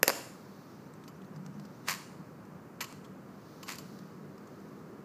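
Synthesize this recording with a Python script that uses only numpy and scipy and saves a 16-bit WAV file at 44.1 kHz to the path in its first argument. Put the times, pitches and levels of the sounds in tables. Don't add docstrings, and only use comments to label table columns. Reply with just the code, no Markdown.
import sys
import numpy as np
from scipy import signal
from scipy.fft import rfft, irfft
from scipy.io import wavfile
from scipy.ndimage import uniform_filter1d

SR = 44100
rng = np.random.default_rng(int(sys.argv[2]) if len(sys.argv) > 2 else 0)


def int16_out(signal):
    q = np.round(np.clip(np.atleast_2d(signal).T, -1, 1) * 32767)
    wavfile.write(sys.argv[1], SR, q.astype(np.int16))


N = 222436

# frequency in Hz, level in dB.
STOCK = [(100, -46), (450, -12), (750, -11.5), (1100, 1.5), (1400, -4.5), (1750, -4), (2700, -3.5),
         (3500, -9.5), (4600, -2), (5600, -6.5), (7100, -5), (8100, -10.5), (11000, -15), (12600, -9.5),
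         (15000, -17)]


def amp(db):
    return 10 ** (np.asarray(db) / 20)


def evened(x):
    return x / np.sqrt(np.mean(x ** 2) + 1e-20)


def read(points, hz):
    f, value = np.transpose(points)
    return np.interp(np.log(hz + 1), np.log(f + 1), value)


def level(curve):
    return amp(np.interp(np.arange(N) / SR, *np.transpose(curve)))


def add(mix, s, sound):
    part = mix[max(round(s * SR), 0):][:len(sound)]
    part += sound[:len(part)]


def noise(spectrum):
    white = rfft(rng.standard_normal(N))
    gain = amp(read(spectrum, np.fft.rfftfreq(N, 1 / SR)))
    return evened(irfft(white * gain, N))


def contact(decay, swell=0.00049, size=4096):
    t = np.arange(size) / SR
    fade = (1 - np.exp(-t / swell)) * np.exp(-t / decay)
    z = rfft(rng.standard_normal(size) * fade)
    flat = irfft(z / (abs(z) + 1e-12))
    burst = flat * np.sqrt(np.sqrt(fade))
    return burst / np.linalg.norm(burst)


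def gritty(force, grit_db=3.0, size=40):
    unevenness = evened(uniform_filter1d(rng.standard_normal(len(force)), size))
    lumps = force * amp(grit_db * unevenness)
    return lumps / np.linalg.norm(lumps)


def resonate(x, hz, width):
    return signal.lfilter(*signal.iirpeak(hz, hz / width, SR), x)


def bounce(force, soonest=0.00029, latest=0.00099, share=0.32):
    out = force.copy()
    add(out, rng.uniform(soonest, latest), share * force)
    return out / np.sqrt(1 + share ** 2)


def body(x, spectrum, tilt_db=0, size=4096):
    hz = abs(np.fft.fftfreq(size, 1 / SR))
    octaves = np.log2(np.maximum(hz, 750) / 3000)
    log_gain = np.log(amp(read(spectrum, hz) + tilt_db * octaves))
    response = np.fft.ifft(np.exp(np.conj(signal.hilbert(log_gain)))).real
    return signal.fftconvolve(x, response[:size // 2])


def ring(force, scatter=0.0059):
    # pitch before scatter in Hz, level in dB, time to decay by 60 dB in seconds.
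    metal_modes = [(1094, -35, 0.12), (1302, -42.5, 0.093), (3000, -48, 0.17), (4750, -49, 0.068),
                   (5100, -49, 0.12), (6400, -49, .1), (7400, -58, 0.076), (7280, -42, .07),
                   (12500, -44, 0.11), (12700, -55, 0.09), (13070, -51, .1)]
    t = np.arange(SR // 4) / SR
    modes = np.zeros(len(t))
    for hz, db, t60 in metal_modes:
        pitch = hz * (1 + scatter * rng.standard_normal())
        modes += amp(db - 60 * t / t60) * np.sin(2 * np.pi * pitch * t)
    return signal.fftconvolve(force, modes)


def traffic(rumble_db=-51, roar_db=-72, roar_growth_db_per_s=3.5):
    # frequency in Hz, level per hertz in dB.
    rumble = [(20, -44.5), (50, -40.5), (70, -22), (95, -11), (150, -4), (240, -5.5), (380, -10),
              (520, -13), (700, -18), (1250, -17.5), (1650, -24), (3000, -37.5), (4500, -64.5)]
    # frequency in Hz, level in dB.
    tyres = [(100, -50.5), (260, -0.5), (350, 0), (430, -1.5), (600, -17.5), (2000, -77)]
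    # frequency in Hz, width of each of two filter passes in Hz, level in dB.
    hum_resonances = [(157.7, 28.4, -2.5), (187.3, 21, 0), (200.1, 13, -8)]
    # time in seconds, level in dB.
    hum_curve = [(0.6, -60.5), (1.15, -53.5), (1.55, -49), (2.3, -56), (5.04, -55)]
    throb_s, throb_peak_s, throb_db = .85, 1.44, 3.5

    t, drive = np.arange(N) / SR, rng.standard_normal(N)
    hum = np.zeros(N)
    for hz, width, db in hum_resonances:
        hum += amp(db) * evened(resonate(resonate(drive, hz, width), hz, width))
    throb = amp(throb_db * np.cos(2 * np.pi * (t - throb_peak_s) / throb_s))
    roar = amp(roar_db + roar_growth_db_per_s * t) * noise(tyres)
    return amp(rumble_db) * noise(rumble) + roar + level(hum_curve) * throb * evened(hum)


def insects(chorus_db=-74.5, rise_db_per_s=53, fall_db_per_s=39):
    # frequency in Hz, level per hertz in dB.
    hiss = [(1000, -50), (2500, -16), (3600, -2), (4500, 2.5), (5300, 0.5), (6300, -1), (7500, -11.5),
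            (9500, -14.5), (13000, -9.5), (15200, -6)]
    # start in seconds, end in seconds, level in dB held between them.
    bouts = [(0.199, 0.717, -67), (1.624, 2.135, -71), (3.508, 3.96, -65), (4.53, 4.715, -71.5)]
    t, power = np.arange(N) / SR, amp(chorus_db) ** 2
    for start, end, db in bouts:
        rise = rise_db_per_s * np.maximum(start - t, 0)
        fall = fall_db_per_s * np.maximum(t - end, 0)
        power = power + amp(db - rise - fall) ** 2
    return np.sqrt(power) * noise(hiss)


def outdoors(air_db=-72.0):
    # frequency in Hz, level per hertz in dB.
    air = [(300, -39.5), (1500, -10.5), (2500, 0), (3300, 0), (5000, -4), (7000, 3.5), (9500, -3.5),
           (11000, -2), (12500, 0), (15200, 0.5)]
    return traffic() + amp(air_db) * noise(air) + insects()


def bird(low_hz=4500, high_hz=6500, length=0.055, count=12):
    start_s, gap_s = .73, .0995
    song_db, growth_db_per_s = -73, 2.5
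    out, u = np.zeros(N), np.linspace(0, 1, int(length * SR))
    for s in np.arange(count) * gap_s:
        sweep = low_hz + (high_hz - low_hz) * np.sin(u * np.pi / 2)
        hz = sweep * (1 + 0.018 * rng.standard_normal())
        whistle = np.sin(np.pi * u) * np.sin(2 * np.pi * np.cumsum(hz) / SR)
        blurred = signal.fftconvolve(whistle, contact(0.0046))
        add(out, start_s + s, amp(song_db + growth_db_per_s * s) * blurred)
    return out


def plaza(x, first=0.00644, hold=0.083, early_db=-2):
    # frequency in Hz, level in dB, time to decay by 60 dB in seconds.
    rows = np.array([(199.8, -14.5, 0.3), (596, -9.5, 0.47), (1100, -11.5, 0.51), (2180, -15.5, .6),
                     (3365, -11.5, 0.47), (4870, -13, 0.51), (7230, -12, 0.52), (10000, -11, 0.59),
                     (12370, -18.5, 0.49), (15630, -21.5, .35)])
    delay = np.arange(SR) / SR
    echoes = rng.choice([-1., 1.], SR) * (rng.random(SR) < 4000 / SR) * (delay > first)
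    hz, t, z = signal.stft(echoes, SR, nperseg=256)
    t60 = read(rows[:, ::2], hz)[:, None]
    late_fade_db = -60 * np.maximum(t - hold, 0) / t60
    fade = amp(late_fade_db + early_db * np.maximum(1 - t / hold, 0))
    fade *= amp(read(rows[:, :2], hz))[:, None] / np.sqrt(np.mean(fade ** 2, axis=1, keepdims=True))
    tail = signal.istft(z * fade, SR)[1] / np.linalg.norm(echoes)
    return signal.fftconvolve(x, tail)[:N]


def taps(width_hz=550, peak_db=8, ring_db=-17, faint_db=-38, faint_decay=.005,
         low_hz=3000, high_hz=8000, count=6):
    # time in seconds, level in dB, decay in seconds, strongest pitch in Hz.
    touches = [(0.937, -30.5, 0.0022, 8200), (1.037, -28.5, 0.0039, 3350), (1.216, -33, 0.0049, 3030),
               (1.359, -29.5, 0.005, 4860), (1.462, -24, 0.0019, 5900), (1.597, -26.5, 0.0024, 4500),
               (1.65, -27, 0.0047, 5000), (2.925, -22, 0.0016, 8650), (3.043, -25, 0.0097, 3330),
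               (3.988, -26.5, .0033, 4540), (4.379, -33, .0027, 5100), (4.4718, -32, 0.0046, 6400)]
    # frequency in Hz, level in dB.
    tap_body = [(300, -1), (1200, 6), (3000, -6.5), (4700, -5), (8000, -5), (9500, -19), (13000, -9),
                (15500, -66)]
    out = np.zeros(N)
    faint = []
    for when, pitch in rng.random((count, 2)):
        faint.append((when * N / SR, faint_db, faint_decay, low_hz + pitch * (high_hz - low_hz)))
    for s, db, decay, hz in list(touches) + faint:
        force = amp(db) * bounce(contact(decay, decay / 2))
        peak = amp(peak_db) * resonate(force, hz, width_hz)
        add(out, s, body(force + peak, tap_body))
        add(out, s, amp(ring_db) * ring(force))
    return out


def clinks(swell=0.0013, decay=0.0048, part_db=-1, part_width_hz=500):
    # time in seconds, level in dB, pitch of the struck part in Hz,
    # treble tilt in dB per octave, metal ring in dB relative to the force.
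    snaps = [(1.0780, -19, 5070, -0.5, 0.5), (1.908, -5, 6450, 1.5, -18), (2.8125, -10.5, 7300, 2, 0),
             (2.8414, -9.5, 2920, -0.5, -5), (3.6290, -12.5, 3120, -1, 1), (3.7195, -13.5, 7140, 2.5, -21),
             (3.754, -20, 7860, 3, -10), (3.7836, -14, 4370, 2.5, 2.5)]
    out = np.zeros(N)
    for s, db, hz, tilt_db, ring_db in snaps:
        force = amp(db) * contact(decay, swell)
        struck = amp(part_db) * resonate(force, hz, part_width_hz)
        add(out, s, body(force + struck, STOCK, tilt_db))
        add(out, s, amp(ring_db) * ring(force))
    return out


def rifle(part_db=0.5, part_loss_db=-1, part_width_hz=450, pitch_scatter=0.1, tilt_db=-1.43,
          thinning_db=0.12, slap_swell=0.00044, slap_decay=0.0064, rebound_swell=0.00087,
          rebound_decay=0.0099, jitter_s=.0004, slide_tilt_db=-2.2, count=7):
    # time in seconds, level in dB, mean time between rebounds in seconds,
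    # level change per rebound in dB, pitch of the struck part in Hz (scattered on rebounds),
    # metal ring in dB relative to the force, growth time of the slide before it in seconds, slide level in dB.
    slaps = [(1.8840, 5.5, .0103, -2.5, 1850, -11, 0.009, -5),
             (2.8080, -0.9, .0045, -4.5, 2230, -3, 0.00061, -6.5),
             (3.6896, -4, .0105, -2.5, 2080, -29, .012, -6.5)]
    out = np.zeros(N)
    for s, db, gap, loss_db, hz, ring_db, slide_s, slide_db in slaps:
        slide = gritty(contact(slide_s))[::-1]
        add(out, s - len(slide) / SR, amp(slide_db) * body(slide, STOCK, slide_tilt_db))
        blows = [(s, amp(db) * contact(slap_decay, slap_swell), hz)]
        for k in range(1, count):
            late, detune = rng.standard_normal(2)
            rebound = amp(db + k * loss_db) * gritty(contact(rebound_decay, rebound_swell))
            blows.append((s + k * gap + jitter_s * late, rebound, hz * np.exp(pitch_scatter * detune)))
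        for k, (when, force, pitch) in enumerate(blows):
            struck = amp(part_db + k * part_loss_db) * resonate(force, pitch, part_width_hz)
            add(out, when, body(force + struck, STOCK, tilt_db + k * thinning_db))
            add(out, when, amp(ring_db) * ring(force))
    return out


def heels(steel_swell=0.00031, steel_decay=0.00068, clack_decay=0.00084, thud_decay=0.0014,
          thud_lag=0.00054, shiver_decay=0.01, shiver_db=-11, leather_db=-13):
    # time in seconds, steel plate in dB, hard heel clack in dB,
    # hollow shoe thud in dB, steel tilt in dB per octave.
    heel_blows = [(0.0299, 6, 18, 18.5, 2.5), (0.076, -7, -20.5, -6, -12), (0.0794, 13.5, 10, 18, -1.5),
                  (0.084, 4, -18, 9.5, -5.5), (0.0937, 8, 0.5, 12, -5.3), (0.1007, 6, 2.5, 8.5, -8),
                  (0.107, -4.5, -9, -7, -6)]
    # frequency in Hz, level in dB.
    steel_body, clack_body, thud_body = [(100, -42), (400, -23), (900, -13.5), (1500, -10.5), (3500, -18.5),
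                                         (4300, -8.5), (4900, 2), (5400, -12.5), (6200, -7), (7500, -7.5),
                                         (9000, -13.5), (10900, -8.5), (11600, -1.5), (12700, 1),
                                         (13900, -11.5), (15500, -15.5)], [(100, -37.5), (400, -33.5), (900, -14),
                                                        (1300, -10.5), (1800, 1), (2250, -6.5),
                                                        (2670, -2.5), (3200, -20.5), (6200, -9.5),
                                                        (9000, -19.5), (15000, -32)], [(40, -39.5), (120, -24.5), (220, -7),
                                                                       (330, -7.5), (430, 0), (570, 1.5),
                                                                       (720, -9.5), (1100, -15.5),
                                                                       (2500, -35), (8000, -64.5)]
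    out = np.zeros(N)
    for s, steel_db, clack_db, thud_db, tilt_db in heel_blows:
        steel = contact(steel_decay, steel_swell) + amp(shiver_db) * contact(shiver_decay)
        clack = contact(clack_decay) + amp(leather_db) * contact(shiver_decay)
        thud = contact(thud_decay) + amp(leather_db) * contact(shiver_decay)
        add(out, s, amp(steel_db) * body(steel, steel_body, tilt_db))
        add(out, s, amp(clack_db) * body(clack, clack_body))
        add(out, s + thud_lag, amp(thud_db) * body(thud, thud_body))
    return out


def scene(heel_wet_db=0, rifle_wet_db=0, bird_wet_db=5):
    # frequency in Hz, width in Hz, level in dB.
    spill = [(3160, 340, 6), (5360, 170, 1.5), (7150, 500, -1.5)]
    shoes, gear, song = heels(), rifle() + clinks() + taps(), bird()
    sideways = shoes + sum(amp(db) * resonate(shoes, hz, width) for hz, width, db in spill)
    sent = amp(heel_wet_db) * sideways + amp(rifle_wet_db) * gear + amp(bird_wet_db) * song
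    return (shoes + gear + song + plaza(sent) + outdoors())[None]


def record(dry, edge_hz=15380):
    lowpass = signal.firwin(511, edge_hz, window=("kaiser", 9), fs=SR)
    return signal.oaconvolve(dry, lowpass[None], "same")


dry = scene()
out = record(dry)
int16_out(out)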